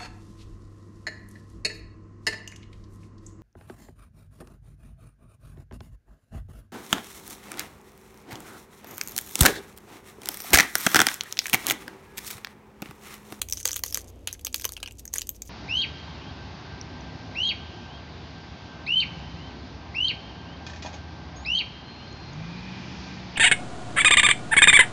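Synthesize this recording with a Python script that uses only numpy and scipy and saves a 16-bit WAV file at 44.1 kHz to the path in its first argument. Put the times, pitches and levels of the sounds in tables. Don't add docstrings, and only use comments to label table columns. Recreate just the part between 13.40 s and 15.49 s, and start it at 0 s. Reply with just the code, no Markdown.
import sys
import numpy as np
from scipy import signal
from scipy.fft import rfft, irfft
from scipy.io import wavfile

SR = 44100
rng = np.random.default_rng(int(sys.argv[2]) if len(sys.argv) > 2 else 0)


def put_to_file(sound):
    columns = np.atleast_2d(sound).T
    safe = np.clip(columns, -1, 1)
    whole_steps = np.round(safe * 32767)
    wavfile.write(sys.argv[1], SR, whole_steps.astype(np.int16))


N = 92301
T = np.arange(N) / SR

# centre_hz, width_hz, level_db
FIBRE_MODES = [(3080, 2300, -1.5), (4640, 220, -8.5), (6270, 770, 8), (9200, 720, -3), (10340, 640, -5.5),
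               (12700, 1800, 2.5)]

PITCH_SCATTER, MODE_SCATTER_DB = 0.033, 4
LEAD_S, RISE_S = 0.003, 0.00042


def from_db(db):
    return 10 ** (np.asarray(db) / 20)


def rms_one(x):
    return x / np.sqrt(np.mean(x ** 2) + 1e-20)


def energy_one(x):
    return x / np.sqrt(np.sum(x ** 2) + 1e-20)


def add(out, start_s, x):
    i = max(int(start_s * SR), 0)
    out[i:i + len(x)] += x[:max(N - i, 0)]


def noise(spectrum):
    hz, db = np.transpose(spectrum)
    bin_hz = np.arange(N // 2 + 1) * SR / N
    gain = from_db(np.interp(np.log(bin_hz + 1), np.log(hz), db))
    return rms_one(irfft(rfft(rng.standard_normal(N)) * gain, N))


def resonate(x, modes, scatter=0., scatter_db=0.):
    out = 0
    for k, (hz, width_hz, db) in enumerate(modes):
        radius = np.exp(-np.pi * width_hz / SR)
        angle = 2 * np.pi * hz * (1 + scatter * rng.uniform(-0.68, 1)) / SR
        poles = [1, -2 * radius * np.cos(angle), radius * radius]
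        mode = signal.lfilter([1, 0, -1], poles, x + 1e-18)
        gain = from_db(db + scatter_db * rng.normal())
        out = out + (-1) ** k * gain * energy_one(mode)
    return out


def blow(push, modes, db):
    ring = resonate(push, modes, PITCH_SCATTER, MODE_SCATTER_DB)
    return from_db(db) * np.sqrt(0.002 * SR) * energy_one(ring)


def tuned(modes, pitch_hz):
    strongest_hz = max(modes, key=lambda mode: mode[2])[0]
    return [(hz * pitch_hz / strongest_hz, width_hz, db) for hz, width_hz, db in modes]


def fracture(tear_s, share, size=1400):
    t = np.arange(size) / SR - LEAD_S
    envelope = np.exp(-np.abs(t) / np.where(t < 0, RISE_S, tear_s))
    push = share * rng.laplace(0, 1, size) * envelope
    push[int(LEAD_S * SR)] += 1
    return push


def clicks(length_s):
    per_s, spread_db = 650, 5
    t = T[:SR // 8]
    size_db = spread_db * np.minimum(rng.exponential(1, len(t)), 4)
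    sizes = from_db(size_db) * rng.choice([-1, 1], len(t))
    born = rng.random(len(t)) < per_s / SR
    faint = 0.069 * rng.standard_normal(len(t))
    return (sizes * born + faint) * (t < length_s)


def snaps():
    # start_s, pitch_hz (of the ring), knock_db, crack_db, ring_db, splinter_db
    breaks = [(0.016, 6350, -31.5, -29.5, -38, -35), (0.0178, 6740, -56, -24, -23.5, -24),
              (0.087, 6230, -55, -42.5, -35, -36), (0.0985, 6000, -54, -45, -36, -34),
              (0.1248, 6120, -48, -30.5, -19, -24.5), (0.133, 6040, -42, -45, -28, -27.5),
              (0.1721, 6030, -48, -45, -29.5, -44), (0.2094, 6400, -48.5, -45, -37, -46),
              (0.254, 6200, -28, -29, -35, -23), (0.2555, 6610, -28, -23, -15.5, -25.5),
              (0.2727, 6350, -51, -39, -30.5, -30), (0.2768, 6000, -40.5, -34.5, -22.5, -33),
              (0.2868, 6330, -46, -38, -26, -35), (0.2919, 6400, -38.5, -30.5, -54, -39),
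              (0.309, 6400, -39, -33, -42, -37), (0.3163, 6150, -59, -52, -24, -38),
              (0.331, 6740, -44, -35, -25.5, -33), (0.3569, 6400, -50, -51, -35, -45),
              (0.361, 6400, -37.5, -39, -26.5, -27.5), (0.366, 6500, -40, -30, -36, -26.5),
              (0.3927, 6300, -45.5, -43.5, -41, -31.5), (0.437, 6670, -28, -23.5, -25, -23.5),
              (0.4619, 6050, -42, -46, -40, -30), (0.5253, 5370, -46, -43, -31, -33),
              (0.5452, 6150, -38.5, -33, -18, -24), (0.5551, 5800, -38.5, -33, -42, -37),
              (0.5734, 7000, -31, -33, -27.5, -27.5), (0.8738, 6640, -36, -26.5, -25.5, -27.5),
              (0.9283, 6420, -46.5, -52, -29.5, -33.5), (1.049, 6300, -43, -38, -24, -27.5),
              (1.0685, 6350, -36, -26.5, -33, -28), (1.144, 6440, -31.5, -21.5, -25, -23),
              (1.16, 6840, -54, -48, -29.5, -30.5), (1.1976, 6300, -52, -38.5, -37, -39),
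              (1.2203, 6200, -49, -38, -38, -38), (1.2443, 6530, -34.5, -29, -31, -30),
              (1.2513, 6230, -41, -26.5, -26.5, -37), (1.2526, 6260, -35.5, -32.5, -22, -21.5),
              (1.2914, 6800, -41, -33.5, -38, -37), (1.3211, 6350, -46, -50, -38, -32.5),
              (1.6541, 6600, -49.5, -49, -36.5, -37.5), (1.6783, 6280, -55, -59, -33, -56),
              (1.7386, 6870, -36, -35.5, -21.5, -27.5), (1.757, 6600, -34.5, -44, -38, -32),
              (1.7606, 6500, -32.5, -42, -33, -33), (1.783, 6780, -49, -42, -19, -30),
              (1.7871, 6600, -45, -35.5, -37, -40), (1.8104, 6840, -51, -42, -33, -44),
              (1.818, 6360, -44, -30.5, -28, -33), (1.8919, 6410, -50, -38.5, -26.5, -23),
              (2.0204, 6460, -57.5, -41, -28, -39)]
    # centre_hz, width_hz, level_db
    knock = [(464, 86, -6), (866, 125, -5), (1137, 183, 1), (1498, 200, -1.5), (1885, 470, 3.5)]
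    crack = [(2250, 580, -4.5), (3110, 450, 3.5), (4500, 780, 5.5)]
    scale_ring = [(5570, 910, -11), (6340, 350, 1), (7290, 1600, -8)]
    splintering = [(8420, 380, -9), (11040, 1430, -1.5), (12460, 550, 0.5), (14080, 730, 1.5),
                   (15650, 1200, -7)]
    # time_s, level_db
    top_treble = [(.5, -2.5), (.87, -15), (1.05, 2.5), (1.6, -5.5), (1.78, -9), (1.89, 5)]
    top_treble_hz = 11500
    settle_s, settle_db = 0.031, -16.5

    out = np.zeros(N)
    for start_s, pitch_hz, *levels_db in breaks:
        push = fracture(tear_s=0.0011, share=0.15)
        top_db = np.interp(start_s, *np.transpose(top_treble))
        splinter = [(hz, width_hz, db + top_db * (hz > top_treble_hz)) for hz, width_hz, db in splintering]
        groups = (knock, crack, tuned(scale_ring, pitch_hz), splinter)
        for modes, db in zip(groups, levels_db):
            edge = signal.butter(3, 0.36 * modes[0][0], "high", fs=SR)
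            add(out, start_s - LEAD_S, blow(signal.lfilter(*edge, push), modes, db))
        settling = clicks(settle_s)
        settling = settling * np.exp(-2 * T[:len(settling)] / settle_s)
        add(out, start_s, blow(settling, splinter, levels_db[-1] + settle_db))
    return out


def jaws_close():
    # centre_hz, width_hz, level_db
    jaw_modes = [(437, 120, -6.5), (1040, 98, 0.5)]
    out = np.zeros(N)
    add(out, 1.2532, blow(signal.unit_impulse(SR // 20), jaw_modes, db=-29))
    return out


def ticks():
    # start_s, level_db (before the low cut)
    lone_fibres = [(0.1105, -34.5), (0.1344, -31), (0.178, -36), (.2018, -32.5), (0.2302, -32.5),
                   (0.2646, -32), (0.3426, -29.5), (0.3778, -35), (0.4807, -35), (0.9943, -44),
                   (1.012, -46), (1.0626, -35), (1.1276, -38), (1.1802, -39.5), (1.2123, -34),
                   (1.2788, -42), (1.522, -44), (1.595, -39), (0.644, -48), (1.7943, -35), (1.8709, -37)]
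    out = np.zeros(N)
    for start_s, db in lone_fibres:
        add(out, start_s - LEAD_S, blow(fracture(tear_s=0.0017, share=0.23), FIBRE_MODES, db))
    return out


def fibre_grains(length_s):
    shared = 0.21 * clicks(length_s)
    out = 0
    for k, mode in enumerate(FIBRE_MODES):
        out = out + (-1) ** k * resonate(shared + clicks(length_s), [mode], PITCH_SCATTER)
    return energy_one(out)


def crackle():
    # start_s, length_s, level_db (before the low cut)
    stretches = [(0.142, 0.077, -46.5), (0.248, 0.094, -50), (0.36, 0.031, -44.5), (0.446, 0.067, -42.5),
                 (0.531, 0.07, -43.5), (0.606, 0.016, -48), (0.674, 0.03, -54), (0.928, 0.018, -45),
                 (1.147, 0.074, -50.5), (1.236, 0.02, -44), (1.29, 0.044, -71), (1.331, 0.0061, -40),
                 (1.584, 0.022, -48.5), (1.729, 0.015, -45), (1.741, 0.037, -41), (1.946, 0.024, -53.5),
                 (2.051, 0.04, -53)]
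    touches_per_s, handling_db = 99, -74.5
    touches = rng.laplace(0, 1, N) * (rng.random(N) < touches_per_s / SR)
    out = from_db(handling_db) * rms_one(resonate(touches, FIBRE_MODES))
    for start_s, length_s, db in stretches:
        add(out, start_s, from_db(db) * np.sqrt(length_s * SR) * fibre_grains(length_s))
    return out


def drops():
    # start_s, pitch_hz, level_db
    landings = [(0.8759, 3070, -28), (0.911, 3960, -42.5), (0.95, 2050, -47.5), (1.367, 3030, -30),
                (1.376, 2710, -38), (1.4019, 4650, -43.5), (1.4295, 2880, -25), (1.436, 2780, -35),
                (1.46, 2920, -31), (1.4756, 2790, -31.5), (1.483, 2630, -41), (1.510, 3000, -41)]
    # centre_hz, width_hz, level_db
    bench_modes = [(860, 480, -14.5), (1670, 67, -21), (2350, 680, -8), (2900, 320, 0.5), (3300, 760, -7),
                   (4260, 650, -7.5), (6300, 710, -11.5), (9600, 3300, -13.5)]
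    skitter_at_s, skitter_db, skitter_t60_s = 0.879, -31.5, 0.16
    damping = 6.2

    out = np.zeros(N)
    for start_s, pitch_hz, db in landings:
        push = fracture(tear_s=0.003, share=0.12)
        add(out, start_s - LEAD_S, blow(push, tuned(bench_modes, pitch_hz), db))
    contacts = rng.laplace(0, 1, N) * (rng.random(N) < 0.07)
    contacts = contacts * from_db(-60 * T / skitter_t60_s)
    damped = [(hz, width_hz * damping, db) for hz, width_hz, db in bench_modes]
    add(out, skitter_at_s, blow(contacts, damped, skitter_db))
    return out


def room(x):
    # upper_edge_hz, level_db (per Hz, relative), t60_s
    bands = [(1170, 18.5, 0.077), (2680, 7.5, 0.23), (5800, 14, 0.11), (8700, -2.5, 0.31),
             (18600, 6.5, 0.2)]
    tail_db, near_db, near_t60_s, first_echo_s = -18, -13.5, 0.043, 0.0025
    tail, low_hz = 0, 200
    for high_hz, db, t60_s in bands:
        sos = signal.butter(3, [low_hz, high_hz], "band", fs=SR, output="sos")
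        band = signal.sosfilt(sos, rng.standard_normal(N))
        tail = tail + band * from_db(db - 60 * T / t60_s)
        low_hz = high_hz
    near = rng.standard_normal(N) * (rng.random(N) < 0.05) * from_db(-60 * T / near_t60_s)
    late = T > first_echo_s
    answer = from_db(tail_db) * energy_one(tail * late) + from_db(near_db) * energy_one(near * late)
    return signal.fftconvolve(x, answer)[:N]


def hum():
    # multiple (of the turning rate), level_db (while steady)
    harmonics = [(2, -51), (3, -53), (4, -63)]
    turning_hz, waver_hz, sag_hz = 29.64, 2.9, 1.15
    unsteady_from_s, unsteady_db = 0.9, -1.5
    unsteady, out = np.clip((T - unsteady_from_s) / 0.04, 0, 1), 0
    for multiple, db in harmonics:
        waver = noise([(1, 0), (6, 0), (20, -40), (100, -120)])
        hz = multiple * (turning_hz + unsteady * (waver_hz * waver - sag_hz))
        cycles = np.cumsum(hz) / SR + rng.random()
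        out = out + from_db(db + unsteady_db * unsteady) * np.sqrt(2) * np.sin(2 * np.pi * cycles)
    return out


def air():
    # (per Hz, relative)
    air_colour = [(25, -5.5), (52, 4), (95, 1.5), (160, -8.5), (240, -2.5), (400, -8), (700, -16.5),
                  (1600, -32), (3000, -30.5), (13000, -39), (16000, -42)]
    # (per Hz, relative)
    mids_colour = [(150, -17), (350, 2), (620, -3), (1600, -22.5), (3200, -19.5), (12000, -63)]
    # time_s, level_db
    mids_level = [(0, -59.5), (.45, -67.5), (.6, -52.5), (.85, -59.5), (.98, -70), (2.09, -81)]
    swell = from_db(np.interp(T, *np.transpose(mids_level)))
    return from_db(-52.5) * noise(air_colour) + swell * noise(mids_colour)


def scene():
    low_cut = signal.butter(2, 1600, "high", fs=SR)
    fibres = signal.lfilter(*low_cut, ticks() + crackle())
    cone = snaps() + jaws_close() + fibres
    bench = drops()
    bench_to_room_db = -1.5
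    echoes = room(cone + from_db(bench_to_room_db) * bench)
    return (cone + bench + echoes + hum() + air())[None]


def record(dry):
    return signal.sosfilt(signal.ellip(10, 0.2, 80, 15900, fs=SR, output="sos"), dry)


dry = scene()
out = record(dry)
put_to_file(out)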